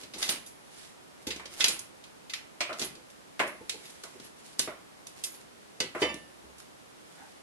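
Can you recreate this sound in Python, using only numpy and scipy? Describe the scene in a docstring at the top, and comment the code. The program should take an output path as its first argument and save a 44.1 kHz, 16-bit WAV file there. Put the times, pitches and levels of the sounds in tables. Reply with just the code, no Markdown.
"""Pin tin on a sewing table

In a small room, a hand gropes for a tin of pins on a cloth-covered table, right of the microphone.
Things clink, slide and knock; the tin is opened, shaken out, closed and set down ringing.
Then hands brush the cloth. Blows are noise bursts and decaying modes; friction is swelling noise.
Low hiss and room rumble lie underneath."""
import sys
import numpy as np
from scipy import signal
from scipy.fft import rfft, irfft, next_fast_len
from scipy.io import wavfile
from scipy.ndimage import map_coordinates

SR = 44100
rng = np.random.default_rng(int(sys.argv[2]) if len(sys.argv) > 2 else 0)


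def bounce(signal):
    """Save signal as a 16-bit WAV file at the path given by the first command-line argument."""
    frames = np.transpose(np.atleast_2d(signal))
    limited = np.clip(frames, -1, 1)
    pcm = np.round(limited * 32767).astype(np.int16)
    wavfile.write(sys.argv[1], SR, pcm)


N = 327504

# likeness of left and right in reflected sound: (frequency [Hz], correlation [-1..1])
CORRELATION = [(100, 0.83), (500, 0.87), (1200, 0.34), (2500, -0.29), (10000, -0.24)]


def amp(db):
    return 10 ** (np.asarray(db) / 20)


def unit_rms(x):
    return x / np.sqrt(np.mean(x ** 2) + 1e-20)


def attack(t, rise_s):
    return 1 - np.exp(-t / rise_s)


def curve(points, hz):
    """Interpolate (Hz, value) points on a log axis."""
    knots_hz, values = np.transpose(points)
    return np.interp(np.log(hz + 1), np.log(knots_hz + 1), values)


def filtered(x, response):
    """FFT filter of gain response(Hz)."""
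    n = x.shape[-1]
    size = next_fast_len(n + SR // 4)
    return irfft(rfft(x, size) * response(np.fft.rfftfreq(size, 1 / SR)), size)[..., :n]


def causal_eq(x, gain_db, size=2048):
    """Minimum-phase filter of gain_db(Hz); attacks stay sharp."""
    cepstrum = irfft(np.log(amp(gain_db(np.fft.rfftfreq(size, 1 / SR)))))
    cepstrum[1:size // 2] *= 2
    cepstrum[size // 2 + 1:] = 0
    impulse = irfft(np.exp(rfft(cepstrum)))
    return signal.fftconvolve(x, impulse[None], axes=1)[:, :x.shape[1]]


def white_pair(n):
    """White stereo noise, correlated like reflected sound."""
    def mid_side_gains(hz):
        angle = np.arccos(curve(CORRELATION, hz)) / 2
        return np.array([np.cos(angle), np.sin(angle)])
    mid, side = filtered(rng.standard_normal((2, n)), mid_side_gains)
    return np.array([mid + side, mid - side])


def noise(spectrum):
    """Coloured stereo noise, rms 1."""
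    return unit_rms(filtered(white_pair(N), lambda hz: amp(curve(spectrum, hz))))


def wobble(knots_per_s):
    """Smooth random curve."""
    knots = rng.standard_normal(int(N * knots_per_s / SR) + 4)
    return map_coordinates(knots, [np.arange(N) * knots_per_s / SR])


def add(track, start_s, sound):
    i = round(start_s * SR)
    track[:, i:i + sound.shape[1]] += sound[:, :N - i]


def room_tail(rise_s=0.0039):
    """Fresh stereo room response; treble dies first."""
    # room decay: (frequency [Hz], t60 [s])
    decay = [(100, 0.94), (300, 0.34), (800, 0.34), (2500, 0.38), (6000, 0.22), (12000, 0.28)]
    hz, t, spectra = signal.stft(white_pair(SR // 2), SR, nperseg=256)
    spectra = spectra * amp(-60 * t / curve(decay, hz)[:, None]) * attack(t, rise_s)
    tail = signal.istft(spectra, SR, nperseg=256)[1][:, :SR // 2]
    return tail / np.linalg.norm(tail[0])


def in_room(x, room_db):
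    return x + amp(room_db) * signal.fftconvolve(x, room_tail(), axes=1)[:, :N]


def ringing(modes, t, scatter_db=1.4, grip_detune=0.001):
    """Modes struck at random strengths, detuned by the grip; each lags on the left."""
    hz, db, t60_s = np.transpose(modes)[:, :, None]
    hz = hz * (1 + grip_detune * rng.standard_normal(hz.shape))
    gains = amp(db + scatter_db * rng.standard_normal(db.shape))
    lag_rad = rng.random(db.shape) * np.minimum(hz / 1700, 1.5)
    phase = 2 * np.pi * rng.random(db.shape) + np.array([-lag_rad, lag_rad])
    partials = gains * amp(-60 * t / t60_s) * np.sin(2 * np.pi * hz * t + phase)
    return partials.sum(axis=1) / np.linalg.norm(gains)


def contact(band_db, shape, t60_s, room_db, rise_s, crack_gain, modes=None, ring_db=0):
    """One blow: cracks, fast-dying clatter, room and optional ring, coloured by what was hit."""
    # thud, body, treble and sparkle bands: (low edge [Hz], high edge [Hz])
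    bands = [(150, 800), (800, 2500), (2500, 7000), (7000, 13000)]
    t = np.arange(SR // 2) / SR
    envelope = amp(-60 * t / t60_s) * attack(t, rise_s) ** 2
    blow = white_pair(len(t)) * envelope / envelope.max()
    # parts chatter; each crack reaches the left 3 samples late
    cracks_s = rng.uniform([0.0008, 0.002, 0.003], [0.0018, 0.004, 0.006])
    for i, gain in zip((cracks_s * SR).astype(int), crack_gain * np.array([1, -0.7, 0.5])):
        blow[1, i] += gain
        blow[0, i + 3] += gain
    strength = np.linalg.norm(blow[0])
    blow = blow + amp(room_db) * strength * room_tail()
    # each contact point favours its own short-lived resonances
    grid_hz = np.arange(0, SR / 2, 130)
    ripple_db = 2.5 * rng.standard_normal(1024)[:len(grid_hz)]
    blow = causal_eq(blow, lambda hz: np.interp(hz, grid_hz, ripple_db) * np.minimum(hz / 1000, 1))
    if modes is not None:
        ring = ringing(modes, t) * attack(t, rise_s)
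        blow = blow + amp(ring_db) * strength * ring / np.linalg.norm(ring[0])
    density = [(np.sqrt(lo * hi), db - 10 * np.log10(2 * (hi - lo) / SR))
               for (lo, hi), db in zip(bands, band_db)]
    return causal_eq(blow, lambda hz: curve(density, hz) + curve(shape, hz))


def background(gain_db=-57.5):
    """Steady, wide room rumble, slightly stronger on the right, and microphone hiss."""
    # noise floor: (frequency [Hz], density [dB])
    spectrum = [(15, -46.5), (25, -23), (64, -9), (110, -8), (169, -3.5), (285, -3), (456, -4.5), (950, -7),
                (1780, -11), (2850, -13.5), (11100, -19.5), (13000, -27.5)]
    # stereo width: (frequency [Hz], side over mid [dB])
    width = [(60, 1), (150, 4), (370, 5.5), (900, 3.5), (2220, 2.5), (5480, 0.5), (13500, -1.5)]
    # balance: (frequency [Hz], left over right [dB])
    lean = [(60, -0.5), (370, -2), (2220, -0.5), (13500, 0)]
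    mid, side = unit_rms(filtered(rng.standard_normal((2, N)), lambda hz: amp(curve(spectrum, hz))))
    side = filtered(side, lambda hz: amp(curve(width, hz)))
    stereo = np.array([mid + side, mid - side])
    return amp(gain_db) * filtered(stereo, lambda hz: amp(np.outer([0.5, -0.5], curve(lean, hz))))


def metal_slides(rise_share=0.46, grain_db=4):
    """Sliding metal and jostling pins catch in tiny slips that swell and fade."""
    # slides: (peak time [s], level [dB], length [s])
    slides = [(0.012, -45.5, 0.031), (0.222, -35.5, 0.066), (0.31, -34.5, 0.061), (1.228, -52, 0.014),
              (1.33, -47, 0.019), (1.533, -46, 0.045), (1.604, -33.5, 0.026), (1.69, -37, 0.09),
              (2.823, -33.5, 0.046), (3.478, -43, 0.014), (4.463, -48.5, 0.042), (4.599, -31.5, 0.012),
              (5.188, -53, 0.084), (5.26, -49, 0.039), (5.346, -48.5, 0.029), (5.411, -54, 0.02),
              (6.015, -39, 0.031), (6.604, -48.5, 0.014)]
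    # metal friction: (frequency [Hz], density [dB])
    spectrum = [(100, -22), (350, 1.5), (800, -3), (1500, -2.5), (3200, -1.5), (5500, -0.5), (8000, -2.5),
                (10500, -3.5), (13000, -13)]
    t = np.arange(N) / SR
    swell = lambda u: np.exp(-np.maximum(-u / rise_share, u / (1 - rise_share)).clip(0, 30))
    envelope = sum(amp(db) * swell((t - peak_s) / length_s) for peak_s, db, length_s in slides)
    slips = unit_rms(noise(spectrum) * amp(grain_db * wobble(900)))
    return in_room(envelope * slips, room_db=-4)


def table_bumps(thud_t60_s=0.17, cutoff_hz=420, sway_hz=67, sway_t60_s=0.81):
    """Soft blows excite only the table's low resonances and the sway of its whole top."""
    # bumps: (time [s], thud gain [dB], sway gain [dB])
    bumps = [(0.015, -60, -69), (0.16, -43, -57.5), (1.27, -37.5, -52), (1.69, -43.5, -71),
             (2.813, -62, -62), (2.974, -51, -81), (3.406, -51, -74), (3.607, -43, -67), (3.738, -44, -70),
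             (4.15, -47, -76), (4.676, -41.5, -80), (5.809, -36, -70), (5.95, -34.5, -61),
             (6.017, -27, -49.5), (6.44, -51, -55), (6.494, -57, -72)]
    # table-top modes: (frequency [Hz], width [Hz], gain [dB])
    modes = [(372, 140, 15), (515, 31, 20.5), (590, 51, -6), (870, 26, 24.5), (1110, 34, 0)]

    def padded_wood(hz):
        wood = sum((-1) ** k * amp(db) * 1j * hz * width / (centre ** 2 - hz ** 2 + 1j * hz * width)
                   for k, (centre, width, db) in enumerate(modes))
        return wood / (1 + 1j * hz / cutoff_hz) ** 3

    out, t = np.zeros((2, N)), np.arange(SR) / SR
    sway = np.sin(2 * np.pi * sway_hz * t) * amp(-60 * t / sway_t60_s) * attack(t, 0.0098)
    for start_s, thud_db, sway_db in bumps:
        thud = filtered(white_pair(len(t)) * amp(-60 * t / thud_t60_s), padded_wood)
        add(out, start_s, amp(thud_db - 2) * 2 * thud / np.abs(thud).max() + amp(sway_db - 1) * sway)
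    return out


def metal_clicks(hits, modes, rise_s, crack_gain, room_db=-2.5):
    """Hard clicks with a thin ring; brighter ones have more sparkle, less body."""
    # click colour: (frequency [Hz], gain [dB])
    shape = [(50, -28), (110, -3.5), (220, 4), (380, 5.5), (800, -2.5), (1300, -2.5), (2100, 0.5),
             (3300, -1), (4300, -3), (6200, 2), (8000, 1), (10500, 3), (12300, -9)]
    out = np.zeros((2, N))
    for start_s, db, thud_db, bright_db, t60_s, ring_db in hits:
        band_db = db + np.array([thud_db, -17.5 - 0.58 * bright_db, 0, bright_db - 10])
        add(out, start_s, contact(band_db, shape, t60_s, room_db, rise_s, crack_gain, modes, ring_db))
    return out


def tin_clinks():
    """Steel strikes the hand-held tin."""
    # clinks: (time [s], gain [dB], relative thud [dB], brightness [dB], t60 [s], relative ring [dB])
    clinks = [(0.032, -37, -12, -2.5, .06, -16), (0.136, -35, -13, -5.5, 0.13, -5),
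              (0.183, -39.5, -27, 8, .1, -15), (0.226, -16.5, -33, -2, 0.026, -6),
              (0.290, -15.5, -20.5, -4, 0.036, -13), (0.461, -50, -32, 13.5, 0.21, 0),
              (1.268, -29.5, -10, -0.5, 0.11, -1.5), (1.304, -26, -23, -8, 0.097, -7),
              (1.360, -33, -14, -4.5, .047, -9), (1.455, -32, -16.5, -7, 0.043, -17),
              (1.605, -15.5, -42, -11, 0.09, -6), (1.641, -8, -33, -3.5, 0.026, -8.5),
              (1.681, -18, -22.5, 6.5, 0.044, -19), (1.791, -34.5, -31, 13, 0.029, -14),
              (2.038, -40.5, -28, -4, 0.047, -7), (2.296, -34.5, -45, -6.5, 0.093, -2.5),
              (2.335, -20, -48, -7.5, 0.033, -9.5), (2.727, -33, -18, -6.5, 0.066, -13),
              (2.794, -25.5, -19, 1.5, 0.044, -9), (2.814, -26, -12, -8, 0.092, -11),
              (2.951, -41.5, -11, -2, 0.04, -7), (3.100, -48.5, -17, 4, .046, -4),
              (3.694, -21, -30, 0.5, 0.029, -17.5), (3.853, -45, -13, 0, 0.11, 0),
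              (3.901, -47.5, -23, 10, 0.041, -12), (4.035, -33, -16, 3, .038, -22),
              (4.198, -38.5, -4, -2, 0.027, -12), (5.068, -34.5, -23, 6, .025, -11),
              (5.237, -28, -33, 10, 0.047, -1), (6.141, -33, -2, 3, 0.015, -16),
              (6.581, -48, -17, 6.5, .06, -8)]
    # held-tin modes: (frequency [Hz], gain [dB], t60 [s])
    modes = [(1540, -9, 0.27), (2048, 3.5, 0.31), (2570, 4.5, 0.2), (2830, 6, 0.069), (3300, 8.5, 0.072),
             (3660, 12.5, 0.063), (4830, 6.5, 0.16), (5750, -4, .2), (6720, -3.5, 0.32), (9800, 1.5, 0.25),
             (11000, 6, .12), (11575, 11, 0.25)]
    return amp(-4) * metal_clicks(clinks, modes, rise_s=0.0012, crack_gain=1.6)


def pin_tinkles(low_hz=8700, high_hz=12000, t60_s=0.16, count=13):
    """Loose pins collide; each rings at its own high note."""
    # tinkles: (time [s], level [dB])
    tinkles = [(0.295, -24), (1.728, -35), (1.793, -49), (2.846, -35), (3.478, -44.5), (4.247, -51),
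               (5.32, -47), (5.352, -47)]
    out, t = np.zeros((2, N)), np.arange(SR // 2) / SR
    for start_s, db in tinkles:
        pins = [(hz, 0, t60_s) for hz in rng.uniform(low_hz, high_hz, count)]
        add(out, start_s, amp(db) * ringing(pins, t) * attack(t, 0.00044))
    return out


def steel_shimmer(rise_s=0.027):
    """A faint, high steel ring builds after a hard jolt and lingers."""
    # jolts: (time [s], level [dB])
    jolts = [(0.3, -51), (3.41, -57), (6.02, -56)]
    # steel modes: (frequency [Hz], gain [dB], t60 [s])
    modes = [(10000, 2, 1.3), (10100, 0, 1.4), (10200, 1, 1.5), (10450, 0, 1.2)]
    out, t = np.zeros((2, N)), np.arange(SR) / SR
    for start_s, db in jolts:
        add(out, start_s, amp(db) * ringing(modes, t) * attack(t, rise_s))
    return out


def cloth_strokes(swish_db=-9, hiss_db=-2, grain_db=1.5):
    """A hand or sleeve speeds up and slows over the cloth; the weave catches unevenly."""
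    # strokes: (peak time [s], Gaussian sigma [s], gain [dB])
    strokes = [(0.81, 0.075, -49.5), (3.85, 0.099, -51.5), (4.12, 0.097, -57), (4.262, 0.023, -51.5),
               (4.4, 0.018, -55), (4.52, .04, -55), (7.197, 0.13, -58.5)]
    # soft swish: (frequency [Hz], density [dB])
    swish = [(60, -10), (200, -5), (400, -4.5), (800, -20), (1600, -3), (3500, -6), (9000, -42)]
    # crisp hiss: (frequency [Hz], density [dB])
    hiss = [(300, -38), (1500, 2), (3500, 12), (7000, 10), (11000, 10), (13000, -11)]
    t = np.arange(N) / SR
    speed = sum(amp(db) * np.exp(-((t - peak_s) / sigma_s) ** 2 / 2) for peak_s, sigma_s, db in strokes)
    catches = unit_rms(amp(grain_db * wobble(120)))
    return speed * catches * (amp(swish_db) * noise(swish) + amp(hiss_db) * noise(hiss))


def table_knocks(gain_db=-4):
    """Things land dully on the padded table; harder contact gives more treble."""
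    # knocks: (time [s], gain [dB], relative thud [dB], hardness [dB], t60 [s])
    knocks = [(1.395, -32.5, -27, -10, .1), (2.605, -23, -13, 8, 0.087), (2.693, -29, -12.5, -17, 0.28),
              (3.393, -21.5, -19, 0, .05), (3.399, -14, -12, -11, 0.091), (4.038, -35, -15, -28, .12),
              (4.674, -29, -9, -20, 0.14), (5.948, -27, -13.5, -16.5, 0.29), (6.018, -25, 0.5, 2, 0.17)]
    # knock colour: (frequency [Hz], gain [dB])
    shape = [(50, -29), (120, -18), (220, -10), (350, 2), (500, -2), (630, 5.5), (800, -5), (1150, -2.5),
             (1600, -6.5), (2100, 0.5), (2900, -4.5), (4000, -9.5), (9000, -5.5), (12500, -15)]
    out = np.zeros((2, N))
    for start_s, db, thud_db, hardness_db, t60_s in knocks:
        band_db = db + np.array([thud_db, 0, hardness_db, 0.48 * hardness_db - 11])
        add(out, start_s, contact(band_db, shape, t60_s, room_db=-1, rise_s=0.00078, crack_gain=4.5))
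    return amp(gain_db) * out


def lid_snaps():
    """The lid pops off and snaps back on, ringing each time."""
    # snaps: (time [s], gain [dB], relative thud [dB], brightness [dB], t60 [s], relative ring [dB])
    snaps = [(4.592, -15.5, -20, 6, 0.016, -7), (5.802, -18, -17.5, -6, 0.048, -2.5)]
    # lid modes: (frequency [Hz], gain [dB], t60 [s])
    modes = [(1313, -16, 0.66), (1516, -1, 0.19), (1975, -5.5, 0.25), (2500, -25, 0.22), (2882, -0.5, 0.15),
             (2750, -19, 0.17), (4080, -10, 0.25), (4800, 3, 0.067), (4770, 9, 0.057), (6494, 3, 0.07),
             (7440, 1, 0.08), (9146, -21, 0.16), (10600, -20, 0.17), (11350, 10.5, 0.063)]
    return amp(-3) * metal_clicks(snaps, modes, rise_s=0.0011, crack_gain=1.1)


def tin_landing(rise_s=0.0033):
    """The tin lands flat, rocks once and rings freely."""
    # touchdowns: (time [s], level [dB])
    landings = [(6.019, -20), (6.089, -30)]
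    # standing-tin modes: (frequency [Hz], gain [dB], t60 [s])
    modes = [(204, -9.5, 0.19), (333, -7.5, 0.19), (490, -2, 0.2), (843, 2, 0.11), (937, -7, 0.2),
             (1170, -4, .25), (1785, -7, 0.44), (2000, 0.5, 0.18), (2125, -1, .22), (2320, -5, 0.26),
             (2647, -2, .24), (2860, 1.5, 0.26), (3016, 6, 0.19), (3530, -10, .24), (3560, -9, 0.3),
             (4080, -11.5, .26), (4650, 0.5, 0.14), (5000, -4, 0.088), (5540, -12, .22), (6900, -5, 0.16)]
    out, t = np.zeros((2, N)), np.arange(SR) / SR
    for start_s, db in landings:
        add(out, start_s, amp(db) * ringing(modes, t) * attack(t, rise_s))
    return in_room(out, room_db=-9)


def finger_skid(peak_s=7.225, sigma_s=0.04, gain_db=-53):
    """Fingers skid over taut cloth with a short, hollow rub."""
    # (frequency [Hz], density [dB])
    hollow = [(500, -35), (780, 2), (920, 1), (1150, -30), (1450, 0), (1900, -9), (3500, -37)]
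    t = np.arange(N) / SR
    return amp(gain_db) * np.exp(-((t - peak_s) / sigma_s) ** 2 / 2) * noise(hollow)


def scene():
    """Handling on the right; the left microphone is shaded most in the treble."""
    # (frequency [Hz], left cut and right boost [dB])
    shade = [(200, 0.35), (900, 0.37), (2500, 1.07), (10000, 1.22)]
    metal = tin_clinks() + lid_snaps() + tin_landing() + pin_tinkles() + steel_shimmer() + metal_slides()
    handling = metal + table_knocks() + table_bumps() + cloth_strokes() + finger_skid()
    return filtered(handling, lambda hz: amp(np.outer([-1, 1], curve(shade, hz)))) + background()


def record(dry):
    """Steep low-pass."""
    cutoff_hz = 13000
    return filtered(dry, lambda hz: 1 / np.sqrt(1 + (hz / cutoff_hz) ** 150))


dry = scene()
out = record(dry)
bounce(out)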